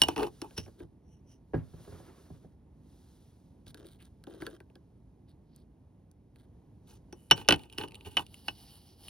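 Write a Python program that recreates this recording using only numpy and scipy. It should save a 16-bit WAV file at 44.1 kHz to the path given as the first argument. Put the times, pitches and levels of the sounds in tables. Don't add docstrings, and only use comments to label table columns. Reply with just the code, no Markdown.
import sys
import numpy as np
from scipy import signal
from scipy.fft import rfft, irfft, next_fast_len
from scipy.io import wavfile
from scipy.ndimage import map_coordinates

SR = 44100
rng = np.random.default_rng(int(sys.argv[2]) if len(sys.argv) > 2 else 0)


def unload_wav(signal):
    wavfile.write(
        sys.argv[1],
        SR,
        np.round(np.clip(np.atleast_2d(signal).T, -1, 1) * 32767).astype(np.int16),
    )


N = 400869
TIME_S = np.arange(N) / SR
BLOW_TIME_S = np.arange(SR // 4) / SR

# frequency in Hz, level in dB, t60 in s.
TABLE_MODES = [(295, -4.5, .08), (352, -0.5, 0.062), (424, -3, 0.034)]
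SLAP_MODES = [(325.4, 7.5, 0.029), (403.3, 3.5, .07), (520, -5, 0.087), (687.8, -21, 0.036),
              (740, -4.5, 0.067), (1642.4, -7.5, 0.074)]
SHELL_MODES = [(1163, -2.5, 0.028), (1455, -3, 0.04), (1534, 1, 0.036), (1870, -6.5, .04),
               (2120, -11.5, 0.039), (2380, -8, 0.011), (2550, -6.5, 0.031), (2607, 1, 0.058),
               (3490, -2.5, 0.038), (3580, -7.5, 0.012), (4134, -9, 0.039), (4560, -5.5, 0.0099)]
HOLLOW_MODES = [(763.6, -6, 0.056), (841, 1.5, 0.039), (924, 0.5, 0.042), (1250, -13.5, 0.022)]
RIM_MODES = [(6630, -1.5, 0.0023), (8254, -4.5, 0.035), (9550, -3, .018), (10360, -1, 0.019),
             (10900, -5.5, 0.011), (14770, -5, 0.014)]
# frequency in Hz, level in dB per Hz.
TABLE_SPECTRUM = [(25, -46), (50, -23.5), (130, -11), (220, -9.5), (345, 3), (480, -5), (620, -12),
                  (1000, -15), (2200, -41)]
SLAP_SPECTRUM = [(120, -6.5), (400, 9.5), (750, -2), (1150, -10), (1900, -15), (3000, -29), (6000, -43.5),
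                 (12000, -53)]
CASE_SPECTRUM = [(400, -18), (620, -11), (850, 4), (1050, 3.5), (1300, -10), (2000, -28)]
SHELL_SPECTRUM = [(500, -28), (1200, 2), (1900, -3.5), (2800, 4.5), (3500, -0.5), (4700, -6.5), (5600, -21),
                  (8000, -33)]
RIM_SPECTRUM = [(2500, -28.5), (5000, -8.5), (6800, -3.5), (10000, 3.5), (13000, -11), (14700, -1),
                (16300, -9.5)]
HISS_SPECTRUM = [(1000, -17.5), (2500, -4), (4300, 2), (6000, -3), (8000, 2), (10300, 1.5), (13000, -5.5),
                 (15000, 2.5), (16300, -5.5)]
# frequency in Hz, level in dB per Hz.
LID_LOWER_SPECTRUM = [(1900, -30), (2450, -3), (2700, 0), (3050, 1.5), (3300, -15), (3900, -11.5),
                      (5000, -19.5), (7000, -36.5)]
LID_UPPER_SPECTRUM = [(4300, -34), (5250, -2), (5750, -0.5), (6050, -5), (6800, -30)]
# multiple of its centre frequency, level in dB per Hz.
SNAP_SPECTRUM = [(.3, -19), (.7, -7), (1, -0.5), (1.2, -5.5), (1.5, -25.5), (3, -50.5)]


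def amp(db):
    return 10 ** (np.asarray(db) / 20)


def unit(x):
    return x / np.sqrt(np.mean(x ** 2) + 1e-20)


def along(points, hz):
    point_hz, value = np.transpose(points)
    return np.interp(np.log(hz + 1), np.log(point_hz + 1), value)


def wobble(knots_per_s):
    knots = rng.standard_normal(int(N * knots_per_s / SR) + 4)
    return map_coordinates(knots, [TIME_S * knots_per_s])


def filtered(x, response):
    n = x.shape[-1]
    padded = next_fast_len(n + SR // 8)
    spectrum = rfft(x, padded) * response(np.fft.rfftfreq(padded, 1 / SR))
    return irfft(spectrum, padded)[..., :n]


def coloured(x, spectrum):
    return unit(filtered(x, lambda hz: amp(along(spectrum, hz))))


def grit(slips_per_s, spread_db, smooth):
    happens = rng.random(N) < slips_per_s / SR
    sign = rng.choice([-1, 1], N)
    size = amp(spread_db * np.minimum(rng.standard_normal(N), 2))
    return unit(unit(happens * sign * size) + smooth * rng.standard_normal(N))


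def ring(modes, scatter_db=2.0):
    hz, db, t60_s = np.transpose(modes)[:, :, None]
    strength = amp(db + scatter_db * rng.standard_normal(hz.shape)) * rng.choice([-1, 1], hz.shape)
    decay = amp(-60 * BLOW_TIME_S / t60_s)
    return unit(np.sum(strength * decay * np.sin(2 * np.pi * hz * BLOW_TIME_S), axis=0))


def blow(modes, spectrum, t60_s, dense_db, contact_s=0.00031):
    noise = coloured(rng.standard_normal(len(BLOW_TIME_S)), spectrum)
    dense = unit(noise * amp(-60 * BLOW_TIME_S / t60_s))
    onset = 1 - np.exp(-BLOW_TIME_S / contact_s)
    return unit((ring(modes) + amp(dense_db) * dense) * onset)


def snap(hz, t60_s):
    noise = coloured(rng.standard_normal(len(BLOW_TIME_S)), np.multiply(SNAP_SPECTRUM, [hz, 1]))
    return unit(noise * amp(-60 * BLOW_TIME_S / t60_s))


def add(track, start_s, db, sound):
    part = track[max(round(start_s * SR), 0):][:len(sound)]
    part += amp(db) * np.sqrt(.01 * SR / len(sound)) * sound[:len(part)]


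def shake(track, start_s, thud_db, slap_db):
    # frequency in Hz, level in dB, t60 in s.
    deep_modes = [(60.38, -3, 0.091), (85.67, -6.5, 0.15), (106, -5.5, 0.17), (160.2, 0.5, 0.11),
                  (256, -7.5, 0.091)]
    # frequency in Hz, level in dB per Hz.
    deep_spectrum = [(25, -41), (40, -17.5), (60, -1), (170, 10), (300, -11.5), (700, -50)]
    track = track.copy()
    add(track, start_s + 0.003, thud_db, blow(deep_modes, deep_spectrum, t60_s=0.043, dense_db=-2, contact_s=0.0091))
    add(track, start_s, slap_db, blow(SLAP_MODES, SLAP_SPECTRUM, t60_s=0.091, dense_db=-1.5))
    return track


def through_table(x, delay_at_1khz_s=0.001812):
    # frequency in Hz, left minus right in dB.
    lean = [(120, 0.5), (290, 6.5), (450, 4.5), (800, 1)]
    side = np.array([[.5], [-.5]])

    def response(hz):
        dispersion = np.exp(-4j * np.pi * delay_at_1khz_s * np.sqrt(1000 * hz))
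        return amp(side * along(lean, hz)) * dispersion
    return filtered(x, response)


def rubbed(strokes, bodies, slips_per_s, spread_db, smooth, ease_db=4):
    tracks = []
    for column, body in enumerate(bodies):
        pressure = np.zeros(N)
        for start_s, end_s, *dbs in strokes:
            corners_s = np.maximum.accumulate([start_s, start_s + 0.023, end_s - .015, end_s + 0.0067])
            shape = np.interp(TIME_S, corners_s, [0, amp(ease_db / 2), amp(-ease_db / 2), 0])
            pressure += amp(dbs[column]) * shape
        drive = pressure * grit(slips_per_s, spread_db, smooth)
        tracks.append(signal.fftconvolve(drive, body / np.linalg.norm(body))[:N])
    return tracks


def swells(moves):
    power = 0
    for peak_s, rise_s, fall_s, db in moves:
        width_s = np.where(TIME_S < peak_s, rise_s, fall_s)
        power = power + (amp(db) * np.exp(-((TIME_S - peak_s) / width_s) ** 2)) ** 2
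    return np.sqrt(power)


def swishes(moves, slips_per_s):
    slips = amp(1.5 * wobble(40)) * grit(slips_per_s, spread_db=4, smooth=.6)
    return sum(swells([move]) * coloured(slips, np.multiply(SNAP_SPECTRUM, [hz, 1])) for *move, hz in moves)


def compact():
    # start in s, strength in dB, hardness in dB, shares of lid's edge, shell, hollow and snap in dB,
    # lid pitch in Hz.
    blow_rows = [(.018, -24, 10.5, 19, -7.5, 2, 2, 2921), (0.0354, -32.5, 9, -3.5, -7.5, 5, -1, 2923),
                 (.085, -34, -6, 14, -3, 4.5, -5.5, 2960), (.1618, -44, -6, 9, 2.5, 3.5, -9, 2805),
                 (0.1713, -53, -7, 8, -2, 3, -4, 3022), (0.1785, -46, -9.5, 11, 3, 3, -4.5, 2902),
                 (0.196, -50, -11, 0, 4, 6, -8, 3040), (0.2066, -49.5, -11, 12, 0.5, 6, -12, 2850),
                 (0.2237, -53.5, -15, 0, -2, 5, -8, 2950), (.231, -42.5, -4.5, -1, 3, 4.5, -6, 2748),
                 (.268, -50.5, -8, 5.5, -8, 2.5, -8, 2990), (0.417, -46.5, -9.5, 10, -3, -13, 2.5, 2930),
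                 (0.5786, -42, -1.5, 25, -2.5, -3, -6.5, 2910),
                 (7.1262, -56, -11, 23.5, -1, -3, -5.5, 3032), (7.311, -18, 6, 18, -2, -0.5, -13, 2982),
                 (7.316, -27.5, 8, 1.5, 5.5, 0.5, -9.5, 2959), (7.377, -48, 0, 9, 0.5, 1, -9.5, 2990),
                 (7.413, -53.5, 2.5, 0, -1, 8, -22, 2950), (7.4875, -19.5, 2.5, -30.5, -1.5, 0, 0, 2990),
                 (7.5075, -24.5, 3.5, -1, 3, -1.5, -12.5, 2957), (7.524, -24, 4, 0.5, -1, 1.5, -11, 2981),
                 (7.540, -38, -1.5, -4, 3.5, 2, -13.5, 2975), (7.7784, -49.5, 7, 7.5, -10, -27, -6.5, 2880),
                 (7.7832, -35.5, 2.5, 1.5, -6, -8, -8, 2950), (7.812, -46.5, -1.5, -7, 3.5, -2, -20, 2860),
                 (7.8355, -44.5, -4, -12.5, -0.5, 4, -25, 2944), (8.1692, -31, 11, 2, 4, 4.5, -10.5, 2970),
                 (8.175, -41, 11.5, 7, -9, 7, -11, 2884), (8.1808, -41.5, 9, 7, 1, 13.5, -16, 2947),
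                 (8.193, -42, 2.5, -5.5, -0.5, 10.5, -13, 2913), (8.4827, -38, 9, 10.5, 4.5, 9, -13, 2944)]
    # dB over the strength, dB per dB of hardness, dB per dB on the edge.
    to_parts = [(0, -1.1, 0),
                (-2.8, -0.72, 0),
                (0, -0.055, 0),
                (-2, 0.89, 0),
                (-21.5, 0, 0.94),
                (-4.5, 0, .2)]
    thud_over_db, slap_over_db = -12.5, -11.5
    snap_hz, crack_db_per_snap_db = 4700, 0.71
    lid_second_hz = 2760
    case, board, deep = np.zeros((3, N))
    for start_s, db, hardness_db, edge_db, shell_db, cavity_db, snap_db, lid_hz in blow_rows:
        part_dbs = db + np.dot(to_parts, [1, hardness_db, edge_db])
        knock_db, hollow_db, clack_db, lid_db, overtone_db, crack_db = part_dbs
        add(board, start_s, knock_db, blow(TABLE_MODES, TABLE_SPECTRUM, t60_s=0.056, dense_db=-1.5))
        hollow = blow(HOLLOW_MODES, CASE_SPECTRUM, t60_s=0.067, dense_db=-5.5)
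        add(case, start_s + .0015, hollow_db + cavity_db, hollow)
        add(case, start_s, clack_db + shell_db, blow(SHELL_MODES, SHELL_SPECTRUM, t60_s=0.025, dense_db=-1))
        add(case, start_s, db + snap_db, snap(snap_hz, t60_s=0.0046))
        add(case, start_s, lid_db, ring([(lid_hz, 0, .058), (lid_second_hz, -6, .022)], scatter_db=3.5))
        overtone = blow([(1.907 * lid_hz, 0, .062)], LID_UPPER_SPECTRUM, t60_s=0.021, dense_db=-6.5, contact_s=.0004)
        add(case, start_s, overtone_db, overtone)
        crack = blow(RIM_MODES, RIM_SPECTRUM, t60_s=0.0089, dense_db=4.5)
        add(case, start_s, crack_db + crack_db_per_snap_db * snap_db, crack)
        deep = shake(deep, start_s + .002, db + thud_over_db, db + slap_over_db)
    return case + through_table(board) + deep


def scrapes():
    # start in s, end in s, strength in dB, shares of weight on the table, lid and hiss in dB.
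    drag_rows = [(0.044, 0.143, -57.5, 9, 3, -10), (0.161, 0.261, -53, 21, -1, -8.5),
                 (0.257, 0.287, -62, 17.5, -5, -1), (0.419, 0.473, -70.5, 25.5, -2, -4),
                 (6.861, 6.972, -76.5, 9, -3, 7), (7.135, 7.305, -88.5, 5.5, 0, 9.5),
                 (7.343, 7.43, -55, 4, -2, -4.5), (7.431, 7.482, -69.5, 10, 3, -6),
                 (7.554, 7.664, -67.5, 9.5, 2.5, -1), (7.652, 7.715, -83, 10, 1, 2),
                 (7.702, 7.786, -71, 7, 4, -2), (7.776, 7.856, -54.5, 8, 2.5, -3.5),
                 (7.85, 8.036, -81, 19, 6, -3), (8.043, 8.088, -54.5, 8.5, 7, 1),
                 (8.093, 8.183, -69.5, 6.5, 6, 2), (8.181, 8.228, -58, 7, -3, 5.5)]
    # frequency in Hz, level in dB per Hz.
    rumble_spectrum = [(25, -33), (55, -10), (85, -1), (120, 0), (160, -14), (300, -26), (800, -42.5)]
    squeak_over_db, rumble_over_db = -16, 7
    board = blow(TABLE_MODES, TABLE_SPECTRUM, t60_s=0.054, dense_db=-0.5)
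    board = board + 0.76 * blow(HOLLOW_MODES, CASE_SPECTRUM, t60_s=0.049, dense_db=-4)
    shell = blow(SHELL_MODES, SHELL_SPECTRUM, t60_s=.012, dense_db=1.5)
    lid = blow([(2950, 0, .04)], LID_LOWER_SPECTRUM, t60_s=.014, dense_db=-5)
    edge = blow([(5662, 0, .027)], LID_UPPER_SPECTRUM, t60_s=.012, dense_db=3)
    rim = blow(RIM_MODES, HISS_SPECTRUM, t60_s=.0028, dense_db=11)
    deep = coloured(rng.standard_normal(len(BLOW_TIME_S)), rumble_spectrum) * amp(-60 * BLOW_TIME_S / 0.11)
    drags = []
    for start_s, end_s, db, weight_db, lid_db, hiss_db in drag_rows:
        shares_db = np.array([weight_db, 0, lid_db, squeak_over_db, hiss_db, rumble_over_db])
        drags.append((start_s, end_s, *(db + shares_db)))
    bodies = [board, shell, lid, edge, rim, deep]
    table, *parts = rubbed(drags, bodies, slips_per_s=380, spread_db=4, smooth=.6)
    return through_table(table) + sum(parts)


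def ticks():
    # start in s, strength in dB, lid pitch in Hz, crack at the rim in dB over strength.
    tick_rows = [(7.302, -53, 2950, -14), (7.448, -61, 2900, -18), (7.479, -49, 2900, -17),
                 (7.5603, -51.5, 2950, -3.5), (7.594, -57, 2900, -12), (7.6348, -60.5, 2920, -4),
                 (7.699, -58.5, 2830, -8), (7.726, -56.5, 2950, -4), (7.733, -59, 2600, -8),
                 (7.877, -60, 2550, -18), (7.884, -55.5, 2940, -6), (7.909, -63, 2700, -5),
                 (7.9203, -58, 2680, -11), (7.945, -53.5, 2690, -7), (7.954, -52, 2910, -3),
                 (8.009, -57, 2800, -14), (8.0492, -60.5, 2900, -6), (8.2654, -58.5, 2850, -4),
                 (8.3426, -53, 2900, -4), (9.083, -48.5, 2870, -4)]
    click_hz, click_spread, click_db = 3900, .13, -7.5
    lid = np.zeros(N)
    for start_s, db, lid_hz, crack_db in tick_rows:
        add(lid, start_s, db, blow([(lid_hz, 0, .028)], LID_LOWER_SPECTRUM, t60_s=.017, dense_db=2))
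        this_click_hz = click_hz * np.exp(click_spread * rng.standard_normal())
        add(lid, start_s, db + click_db, snap(this_click_hz, t60_s=.007))
        add(lid, start_s, db + crack_db, blow(RIM_MODES, RIM_SPECTRUM, t60_s=.005, dense_db=4))
    return lid


def squeaks():
    # peak in s, rise in s, fall in s, level in dB, pitch in Hz, crowded modes over the tone in dB.
    squeak_rows = [(0.584, 0.013, 0.024, -45.5, 5630, 3), (.63, 0.027, 0.033, -62.5, 5450, 2),
                   (1.124, 0.055, 0.056, -76.5, 5740, -11), (1.32, 0.042, 0.04, -70, 5840, 3),
                   (7.21, .09, 0.087, -81, 3010, -20.5)]
    # frequency in Hz, level in dB per Hz.
    hinge_spectrum = [(1500, -3.5), (2400, -4), (2950, 8), (3500, -5), (4500, -6), (5700, -26), (7000, -7),
                      (10000, -3), (13000, -20), (15000, -13)]
    friction_db = -3.5
    slips = grit(slips_per_s=640, spread_db=2, smooth=0.47)
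    sound = amp(friction_db) * swells([row[:4] for row in squeak_rows]) * coloured(slips, hinge_spectrum)
    crowd = coloured(slips, LID_UPPER_SPECTRUM)
    for *turn, hz, crowd_db in squeak_rows:
        tone = unit(signal.fftconvolve(slips, ring([(hz, 0, .035)]))[:N])
        sound += swells([turn]) * unit(tone + amp(crowd_db) * crowd)
    return sound


def brush():
    # peak in s, rise in s, fall in s, level in dB, centre of the swish in Hz, swish over level in dB.
    stroke_rows = [(8.1, 0.16, 0.28, -68, 4000, -7), (8.37, 0.064, 0.063, -61.5, 4950, -8),
                   (8.48, 0.039, .06, -57.5, 4660, -7), (8.61, 0.068, 0.088, -59.5, 4800, -6.5),
                   (8.73, 0.089, 0.11, -60, 4600, -7), (8.9, 0.058, 0.054, -65.5, 5000, -4.5),
                   (9.07, 0.072, .1, -56, 4750, -4.5)]
    # frequency in Hz, level in dB per Hz.
    bristle_spectrum = [(250, 5.5), (550, -1.5), (800, 8.5), (1100, -4), (1700, -8), (2450, -17),
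                        (2950, 9.5), (3500, -3), (4600, 1.5), (5600, -13), (7000, -10), (10500, 3),
                        (13200, -3), (15000, -2), (16200, -2)]
    pressure = swells([row[:4] for row in stroke_rows]) * amp(1.4 * wobble(30))
    pan = pressure * coloured(grit(slips_per_s=4500, spread_db=6.5, smooth=0.99), bristle_spectrum)
    moves = [(peak_s, rise_s, fall_s, db + share_db, hz)
             for peak_s, rise_s, fall_s, db, hz, share_db in stroke_rows]
    return pan + swishes(moves, slips_per_s=1500)


def taps():
    # start in s, strength in dB, hardness in dB, ring of the handle in dB, click pitch in Hz.
    tap_rows = [(.509, -66, 3.5, -1, 2900), (.662, -67.5, -2.5, -2, 2300), (.678, -69, -7.5, 2, 914),
                (.803, -66.5, -7, 3, 2320), (3.6671, -64, 8.5, -5, 3975), (3.745, -55, 9.5, -3.5, 4000),
                (3.7746, -70, 9, -8, 5200), (3.7995, -69, 9, -8, 3500), (3.8462, -72, 6, -8, 3320),
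                (3.8868, -69, 8, -8, 4200), (3.9467, -75, 8, -13, 3300), (4.054, -69.5, 13.5, -10.5, 6040),
                (4.239, -64, 14, -1, 3970), (4.2696, -61, -7, -3.5, 3600), (4.338, -66.5, 7, -2, 3770),
                (4.421, -52, -1, 5, 2140), (4.4662, -47, 6.5, 5, 3470), (4.6035, -60, 3, -2, 2350),
                (4.7003, -73.5, -1.5, -12.5, 2660), (4.7552, -63.5, 4, -2, 4000),
                (5.562, -75, 26.5, -8.5, 5000), (6.114, -81.5, 25.5, -6, 4920),
                (6.3596, -69, 7.5, -6.5, 3490)]
    # frequency in Hz, level in dB, t60 in s.
    handle_modes = [(1358, -2.5, 0.081), (1545, 5, 0.075), (1646, 3.5, 0.059), (2400, -12, .025),
                    (3330, -2, .02), (4600, -6.5, 0.037)]
    knock_over_db, crack_over_db = 12, -12.5
    handle, board = np.zeros((2, N))
    for start_s, db, hardness_db, ring_db, click_hz in tap_rows:
        knock = blow(TABLE_MODES, TABLE_SPECTRUM, t60_s=0.072, dense_db=3)
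        add(board, start_s, db + knock_over_db - hardness_db, knock)
        add(handle, start_s, db + ring_db, blow(handle_modes, SHELL_SPECTRUM, t60_s=0.071, dense_db=-20))
        add(handle, start_s, db, snap(click_hz, t60_s=0.0085))
        crack = blow(RIM_MODES, RIM_SPECTRUM, t60_s=0.0041, dense_db=17)
        add(handle, start_s, db + crack_over_db + hardness_db, crack)
    return handle + through_table(board)


def bumps():
    # start in s, thud in dB, slap in dB.
    hand_rows = [(1.535, -34, -33.5), (1.542, -28.5, -26.5), (1.553, -27.5, -43), (1.567, -31.5, -42.5)]
    # start in s, thud in dB, slap over thud in dB.
    soft_bump_rows = [(0.581, -35.5, -12), (.822, -44.5, -9), (1.736, -42, -9), (1.797, -48.5, -5),
                      (1.877, -44, -2.5), (1.924, -45.5, -6), (1.945, -51, -7), (2, -51.5, 0),
                      (2.037, -60, -4), (2.303, -41, -8), (2.447, -47, -6.5), (3.669, -48, -14),
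                      (7.515, -35, -10)]
    soft_hz = 1390
    hand, soft = np.zeros((2, N))
    for start_s, thud_db, slap_db in hand_rows:
        hand = shake(hand, start_s, thud_db, slap_db)
    for start_s, thud_db, slap_over_db in soft_bump_rows:
        soft = shake(soft, start_s, thud_db, thud_db + slap_over_db)
    return hand + filtered(soft, lambda hz: 1 / (1 + (hz / soft_hz) ** 4))


def scuffs():
    # start in s, end in s, strength in dB, pressure in dB.
    scuff_rows = [(0.768, 0.853, -69, 3), (3.658, 3.718, -72.5, -9.5), (3.748, 3.871, -70, 3),
                  (3.85, 3.968, -78.5, -12.5), (3.985, 4.083, -75, -6), (4.271, 4.405, -69, 4.5),
                  (4.395, 4.514, -61.5, 0.5), (4.502, 4.576, -69, 1), (5.275, 5.323, -83.5, -8),
                  (5.538, 5.638, -84.5, -6.5), (6.339, 6.46, -83, -4.5), (6.858, 6.98, -77, -5)]
    # frequency in Hz, level in dB, t60 in s.
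    grip_modes = [(1350, 1, .026), (1610, 0, .026), (3220, 2, .02)]
    # frequency in Hz, level in dB per Hz.
    skin_spectrum = [(400, -4), (900, 3), (1500, 5), (2100, 4.5), (2700, -8), (3200, 1), (4400, -2),
                     (6000, -4), (8000, -13)]
    table_over_db = 11
    bodies = [blow(TABLE_MODES, TABLE_SPECTRUM, t60_s=0.05, dense_db=-8),
              blow(grip_modes, skin_spectrum, t60_s=0.0078, dense_db=5.0),
              blow(RIM_MODES, HISS_SPECTRUM, t60_s=0.0029, dense_db=47.0)]
    rubs = [(start_s, end_s, db + table_over_db + pressure_db, db, db - pressure_db)
            for start_s, end_s, db, pressure_db in scuff_rows]
    board, handle, hiss = rubbed(rubs, bodies, slips_per_s=240, spread_db=5.0, smooth=0.45)
    return amp(1.1 * wobble(45)) * (through_table(board) + handle + hiss)


def sleeve():
    # peak in s, rise in s, fall in s, level in dB.
    sleeve_rows = [(0, .1, 0.13, -52.5), (.5, 0.32, 0.25, -67), (1.92, 0.27, 0.27, -65.5),
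                   (2.2, .09, 0.23, -70), (3.05, 0.2, 0.36, -71.5), (4.2, 0.93, 0.95, -85.5),
                   (7.3, 0.92, 0.44, -86)]
    forearm_rows = [(1.59, .02, 0.1, -58.5), (1.95, 0.2, 0.38, -58.5)]
    # frequency in Hz, level in dB per Hz.
    cloth_spectrum = [(200, -5.5), (700, 6.5), (1500, 3), (2400, -3), (3500, 5), (6000, 2), (10000, 0.5),
                      (13000, -2), (16000, -5)]
    rubbing_spectrum = [(35, -10), (80, 5), (180, -7), (400, -0.5), (600, -12.5), (1100, -12), (2200, -22),
                        (6000, -41)]
    crackle_over_rub_db = -8.5
    cloth = coloured(grit(slips_per_s=1800, spread_db=6.0, smooth=2.2), cloth_spectrum)
    swish = swells(sleeve_rows) * amp(0.89 * wobble(32)) * cloth
    rubbing = coloured(grit(slips_per_s=680, spread_db=7.5, smooth=2.0), rubbing_spectrum)
    rub = amp(4.6 * wobble(29.65)) * rubbing
    catches = grit(slips_per_s=260, spread_db=4, smooth=.3)
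    slap = blow(SLAP_MODES, SLAP_SPECTRUM, t60_s=0.017, dense_db=6)
    crackle = unit(signal.fftconvolve(catches, slap)[:N])
    return swish + swells(forearm_rows) * (rub + amp(crackle_over_rub_db) * crackle)


def rustles():
    # peak in s, rise in s, fall in s, level in dB, centre in Hz.
    rustle_rows = [(3.68, .012, .025, -65, 5200), (4.012, 0.016, 0.019, -66, 2800),
                   (5.3, .02, 0.024, -74, 4200), (5.58, .09, 0.046, -78.5, 4400),
                   (6.41, .04, .05, -84, 2000), (6.92, 0.048, 0.051, -69.5, 6230),
                   (7.23, 0.077, 0.087, -73, 10500)]
    return swishes(rustle_rows, slips_per_s=700)


def room(x):
    # frequency in Hz, t60 in s.
    decay_rows = [(150, 0.27), (1000, 0.1), (4000, 0.059), (14000, 0.052)]
    hz, tail_s, bins = signal.stft(rng.standard_normal((2, SR // 2)), SR, nperseg=256)
    decay = amp(-60 * tail_s / along(decay_rows, hz)[:, None])
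    tail = signal.istft(bins * decay, SR, nperseg=256)[1]
    tail *= 1 - np.exp(-np.arange(tail.shape[1]) / SR / .006)
    return signal.fftconvolve(x, tail / np.linalg.norm(tail[0]), axes=1)[:, :N]


def hum():
    # frequency in Hz, level in dB per Hz.
    hum_spectrum = [(20, -10.5), (35, -11.5), (55, 1.5), (100, -1), (170, -4.5), (260, -7.5), (400, -14.5),
                    (600, -24), (900, -25.5), (1300, -39.5), (2500, -44), (5000, -50), (10000, -51),
                    (16000, -56.5)]
    return amp(-57.5 + 0.88 * wobble(3.5)) * coloured(rng.standard_normal(N), hum_spectrum)


def scene():
    # frequency in Hz, left minus right in dB.
    port_level = [(100, -0.5), (350, -3), (800, -2), (1200, -2), (2000, 0), (2950, -3), (3500, 0),
                  (4500, -2.5), (5500, 0)]
    # frequency in Hz, lead of the left in radians.
    port_phase = [(20, 0), (130, -0.2), (300, -.7), (540, -1), (750, 1.12), (1080, 0.82), (1800, 0.5),
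                  (2700, 1.15), (4300, 0.8), (5100, 1.15), (5800, 1.13), (6700, 2), (8000, 3.5), (9400, 6),
                  (11200, 6.5), (12800, 9), (14000, 10.5), (16000, 10.5)]
    room_db = -19.0
    contacts = compact() + ticks() + taps() + bumps() + scrapes() + squeaks() + scuffs()
    air = contacts + amp(room_db) * room(contacts) + sleeve() + rustles() + brush() + hum()
    side = np.array([[.5], [-.5]])

    def response(hz):
        return amp(side * along(port_level, hz)) * np.exp(1j * side * along(port_phase, hz))
    return filtered(air, response)


def record(dry):
    peak_limit, low_cut_hz, top_hz = .85, 33, 16350
    rounded = dry / (1 + np.abs(dry / peak_limit) ** 6) ** (1 / 6)

    def band(hz):
        return hz ** 6 / (hz ** 6 + low_cut_hz ** 6) / (1 + (hz / top_hz) ** 120)
    return filtered(rounded, band)


dry = scene()
out = record(dry)
unload_wav(out)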